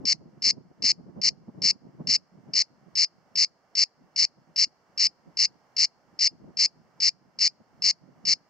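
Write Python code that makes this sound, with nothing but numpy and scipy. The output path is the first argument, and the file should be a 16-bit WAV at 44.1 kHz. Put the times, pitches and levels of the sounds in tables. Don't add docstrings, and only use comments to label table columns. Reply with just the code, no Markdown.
import sys
import numpy as np
from scipy import signal
from scipy.fft import rfft, irfft, next_fast_len
from scipy.io import wavfile
from scipy.ndimage import uniform_filter1d

SR = 44100
rng = np.random.default_rng(int(sys.argv[2]) if len(sys.argv) > 2 else 0)


def unload_wav(signal):
    wavfile.write(
        sys.argv[1],
        SR,
        np.round(np.clip(np.atleast_2d(signal).T, -1, 1) * 32767).astype(np.int16),
    )


N = 374409
TIME_S = np.arange(N) / SR
SIZE = next_fast_len(N + SR, real=True)
FREQS_HZ = np.maximum(np.arange(SIZE // 2 + 1) * SR / SIZE, 1)

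# (time [s], relative level [dB])
BREEZE_LEVEL = [(0, -49), (.28, -58.5), (.85, -53), (1.35, -54.5), (1.63, -44.5), (1.88, -59.5),
                (2.08, -50), (2.22, -65), (2.5, -56.5), (3.3, -73.5), (4.5, -64.5), (4.8, -75),
                (5.3, -60.5), (5.95, -77.5), (6.45, -54.5), (6.9, -70.5), (8.2, -58), (8.49, -68.5)]
# (frequency [Hz], relative density [dB per Hz])
BUFFET_COLOUR = [(25, -28), (60, -20), (95, -15), (130, -1.5), (170, 1.5), (240, -2.5), (330, -7.5),
                 (550, -20), (1000, -26.5), (1500, -45), (3000, -61.5), (10000, -90.5)]
# (frequency [Hz], relative density [dB per Hz])
GUST_COLOUR = [(120, -29), (220, -8), (330, -2.5), (600, -4.5), (1100, -21), (2000, -41.5), (8000, -89)]
# (time [s], level [dB])
HAZE_LEVEL = [(0, -64.5), (2.2, -62), (3, -61.5), (4, -61.5), (5.5, -60), (7, -61.5), (8.49, -60)]
# (frequency [Hz], relative density [dB per Hz])
HAZE_COLOUR = [(25, -22.5), (90, -9), (170, -5), (400, -6), (700, -2), (1200, -7), (2000, -13), (2800, -19),
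               (3800, -31.5), (4900, -19.5), (5900, -22.5), (8000, -34), (11000, -42), (15000, -36.5)]
# (frequency [Hz], likeness [0-1])
HAZE_LIKENESS = [(100, 0.6), (700, 0.9), (2000, 0.2), (5000, .4), (9000, .1)]
# (peak time [s], relative level [dB], Gaussian sigma [s])
PUFFS = [(0.044, -41.5, 0.011), (.218, -43.5, 0.0054), (.475, -36.5, 0.012), (.715, -44, 0.0061),
         (.84, -40.5, 0.013), (1.26, -43, 0.01), (1.49, -37, 0.0087), (1.587, -39.5, .009),
         (1.65, -38, .009), (1.82, -48.5, 0.007), (2.01, -34, .012), (2.13, -42.5, 0.0096),
         (2.388, -46.5, .012), (2.495, -46, 0.013), (2.999, -53, .025), (4.385, -49.5, 0.011),
         (4.672, -48, .008), (6.335, -47, 0.018), (6.5, -46.5, 0.0069), (7.611, -46, .008),
         (7.89, -52, 0.0093), (8.299, -42.5, 0.01)]
# (start [s], length [s], relative level [dB])
CHIRPS = [(0.054, 0.078, -0.1), (0.4219, 0.088, 0.5), (0.8229, 0.094, 0.8), (1.2156, 0.077, 1),
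          (1.619, 0.092, 1.3), (2.072, 0.091, 0.5), (2.536, 0.086, 0.5), (2.9542, 0.093, 0.4),
          (3.3563, 0.091, 1), (3.7527, 0.087, 1.5), (4.161, 0.091, 2), (4.5604, 0.087, 2),
          (4.9776, 0.093, 1.5), (5.3712, 0.087, 1.5), (5.766, 0.088, 1.6), (6.191, 0.086, 1.5),
          (6.5711, 0.089, 1.36), (7.003, 0.089, 1.5), (7.3887, 0.09, 1.5), (7.8215, 0.089, 1.5),
          (8.2527, 0.084, 1)]
# (time [s], gap [s])
STROKE_GAP = [(0, 0.0064), (3.2, .00608), (8.4, .00597)]
# (delay [s], relative level [dB])
SNAPS = [(.0005, 1.5), (.0019, 3)]
# (frequency [Hz], relative gain [dB])
SNAP_COLOUR = [(300, -50), (1400, -49), (2100, -24.5), (2800, -16.5), (3500, -43), (3950, -21.5),
               (4500, -9.5), (5150, 1.5), (5550, -4.5), (6100, -24.5), (7200, -32.5), (8300, -43.5),
               (9200, -55), (15000, -72.5)]
RUN_LEVELS = [-12.5, 0.5, 1, 0, 5, 0, 5, -3.5]
# (frequency [Hz], relative gain [dB])
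RUN_COLOUR = [(300, -49.5), (1400, -43), (1850, -13), (2250, -12.5), (2900, -12), (3450, -31),
              (3800, -18.5), (4250, 3), (5300, 6.5), (6000, -2.5), (6950, -10.5), (8200, -31), (9100, -52),
              (13000, -63.5)]
# (frequency [Hz], level difference [dB])
PORT_BALANCE = [(800, -13.5), (1900, 1), (2900, -4.5), (3500, -3.5), (4300, 3), (5300, 3), (6900, 7),
                (8000, 18), (9200, 6), (14000, -4)]
# (frequency [Hz], phase [rad])
PORT_PHASE = [(3200, 0.015), (4200, 0.38), (5000, 1.2), (6200, .95), (7300, 0.81)]
# (delay [s], t60 [s], level [dB])
SCATTER = [(.001, 0.078, -23), (0.026, 0.609, -50.5)]
# (centre [Hz], width [Hz])
NOTCHES = [(2500, 150), (2500, 150), (5000, 46)]

TWITCH_PEAK_S, TWITCH_DB, TWITCH_DB_PER_S = 0.0033, -11, 1800.5
SWELL_START_S, SWELL_DEPTH_DB, SWELL_TAU_S, HOLD_DB = 0.011, 22.5, 0.014, 1.5


def from_db(db):
    return 10 ** (np.asarray(db) / 20)


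def along(rows, time_s):
    return np.interp(time_s, *np.transpose(rows))


def over_hz(points):
    hz, value = np.transpose(points)
    return np.interp(np.log(FREQS_HZ), np.log(hz), value)


def rms_one(x):
    return x / np.sqrt(np.mean(x ** 2) + 1e-20)


def drift(corner_hz):
    spectrum = rfft(rng.standard_normal(SIZE))
    return rms_one(irfft(spectrum / (1 + (FREQS_HZ / corner_hz) ** 2), SIZE)[:N])


def noise(colour, likeness):
    mid, side = rfft(rng.standard_normal((2, SIZE)))
    pair = np.sqrt(1 + likeness) * mid + np.sqrt(1 - likeness) * side * [[1], [-1]]
    return rms_one(irfft(pair * from_db(over_hz(colour)), SIZE)[:, :N])


def breeze(level_db=3.5, unsteady_db=5.5, flurry_hz=8, lumpy_db=3.5, eddy_hz=35, right_db=2.5,
           gust_db=-11.5, strong_db=-41.0, gust_growth_db_per_db=0.24):
    wind_db = along(BREEZE_LEVEL, TIME_S) + unsteady_db * drift(flurry_hz)
    eddy_db = lumpy_db * np.array([drift(eddy_hz), drift(eddy_hz)])
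    eddies = rms_one(from_db(eddy_db))
    rush_db = gust_db + gust_growth_db_per_db * (wind_db - strong_db)
    turbulence = noise(BUFFET_COLOUR, 0) + from_db(rush_db) * noise(GUST_COLOUR, 0)
    return from_db(level_db + wind_db) * from_db([[0], [right_db]]) * eddies * turbulence


def haze(right_db=3.0):
    far = noise(HAZE_COLOUR, over_hz(HAZE_LIKENESS))
    balance = from_db([[-right_db / 2], [right_db / 2]])
    return from_db(along(HAZE_LEVEL, TIME_S)) * balance * far


def puffs(level_db=0.5, rush_db=-11.5, likeness=0.35):
    swell = np.zeros(N)
    for peak_s, puff_db, sigma_s in PUFFS:
        swell += from_db(puff_db) * np.exp(-.5 * ((TIME_S - peak_s) / sigma_s) ** 2)
    turbulence = noise(BUFFET_COLOUR, likeness) + from_db(rush_db) * noise(GUST_COLOUR, likeness)
    return from_db(level_db) * swell * turbulence


def muscle_effort_db(age_s):
    twitch_db = TWITCH_DB - TWITCH_DB_PER_S * np.abs(age_s - TWITCH_PEAK_S)
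    swell_db = HOLD_DB - SWELL_DEPTH_DB * np.exp((SWELL_START_S - age_s) / SWELL_TAU_S)
    return np.maximum(twitch_db, swell_db)


def rib_clicks(delay_s, rib_db, stiffness_db_per_db, limp_s, habit_s, jitter_s, uneven_db,
               pace_spread, slack_db_per_s, strokes=18):
    stroke = np.arange(strokes)[:, None]
    habit, habit_strength, habit_pace = rng.standard_normal((3, strokes, 1))
    clicks = np.zeros(SIZE)
    for start_s, length_s, level_db in CHIRPS:
        jitter, strength, pace = rng.standard_normal((3, strokes, 1))
        lag_s = limp_s * (1 - stroke % 2) * (stroke > 0)
        stroke_s = stroke * along(STROKE_GAP, start_s) + lag_s + habit_s * habit + jitter_s * jitter
        age_s = stroke_s + delay_s * (1 + pace_spread * (habit_pace + pace))
        slack_db = slack_db_per_s * np.maximum(age_s - length_s, 0)
        effort_db = muscle_effort_db(age_s) - slack_db
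        strength_db = uneven_db * (habit_strength + strength)
        force = from_db(level_db + rib_db + stiffness_db_per_db * effort_db + strength_db)
        fraction, sample = np.modf((start_s + age_s) * SR)
        np.add.at(clicks, sample.astype(int), force * (1 - fraction))
        np.add.at(clicks, sample.astype(int) + 1, force * fraction)
    return clicks


def cicada(snap_db=17.0, run_db=5.0, first_rib_hz=2620, last_rib_hz=2040, run_start_s=.0024):
    snaps = rib_clicks(*np.transpose(SNAPS), stiffness_db_per_db=0.75, limp_s=.0003,
                       habit_s=.00018, jitter_s=.00018, uneven_db=1.55, pace_spread=0.1,
                       slack_db_per_s=7001.5)
    rib_gaps_s = 1 / np.linspace(first_rib_hz, last_rib_hz, len(RUN_LEVELS) - 1)
    run_delay_s = run_start_s + np.append(0, np.cumsum(rib_gaps_s))
    runs = rib_clicks(run_delay_s, np.array(RUN_LEVELS), stiffness_db_per_db=1.14, limp_s=0.00055,
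                      habit_s=.00008, jitter_s=.0001, uneven_db=0.7, pace_spread=.04,
                      slack_db_per_s=8998.5)
    snap_song = rfft(snaps) * from_db(snap_db + over_hz(SNAP_COLOUR))
    run_song = rfft(runs) * from_db(run_db + over_hz(RUN_COLOUR))
    side = np.array([[.5], [-.5]])
    ports = from_db(side * over_hz(PORT_BALANCE)) * np.exp(1j * side * over_hz(PORT_PHASE))
    return irfft((snap_song + run_song) * ports, SIZE)[:, :N]


def scattered(x):
    age_s, echoes = TIME_S[:SR], 0
    for delay_s, t60_s, level_db in SCATTER:
        spray = rng.standard_normal((2, SR)) * from_db(-60 * age_s / t60_s) * (age_s > delay_s)
        echoes = echoes + from_db(level_db) * rms_one(spray) / np.sqrt(SR)
    return signal.fftconvolve(x, echoes, axes=1)[:, :N]


def scene():
    song = cicada()
    return song + scattered(song) + breeze() + puffs() + haze()


def capsules(x, left_db=-38.0, right_db=-18.0, low_hz=140, high_hz=2600):
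    band = signal.butter(1, [low_hz, high_hz], "band", fs=SR, output="sos")
    return x + from_db([[left_db], [right_db]]) * signal.sosfilt(band, x ** 2)


def gain_control(x, threshold_db=-23, squeeze_db_per_db=.6, attack_s=.002, release_db_per_s=18):
    power = uniform_filter1d(np.mean(x ** 2, axis=0), size=260)
    level_db = 10 * np.log10(np.maximum(power, 1e-12))
    wanted_cut_db = squeeze_db_per_db * np.maximum(level_db - threshold_db, 0)
    recovery_db = release_db_per_s * TIME_S
    cut_db = np.maximum.accumulate(wanted_cut_db + recovery_db) - recovery_db
    pole = np.exp(-1 / (attack_s * SR))
    return x * from_db(-signal.lfilter([1 - pole], [1, -pole], cut_db))


def record(dry, cutoff_hz=15600):
    x = gain_control(capsules(dry))
    for centre_hz, width_hz in NOTCHES:
        x = signal.lfilter(*signal.iirnotch(centre_hz, centre_hz / width_hz, fs=SR), x)
    top_cut = signal.ellip(10, .1, 80, cutoff_hz, fs=SR, output="sos")
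    return signal.sosfilt(top_cut, x)


dry = scene()
out = record(dry)
unload_wav(out)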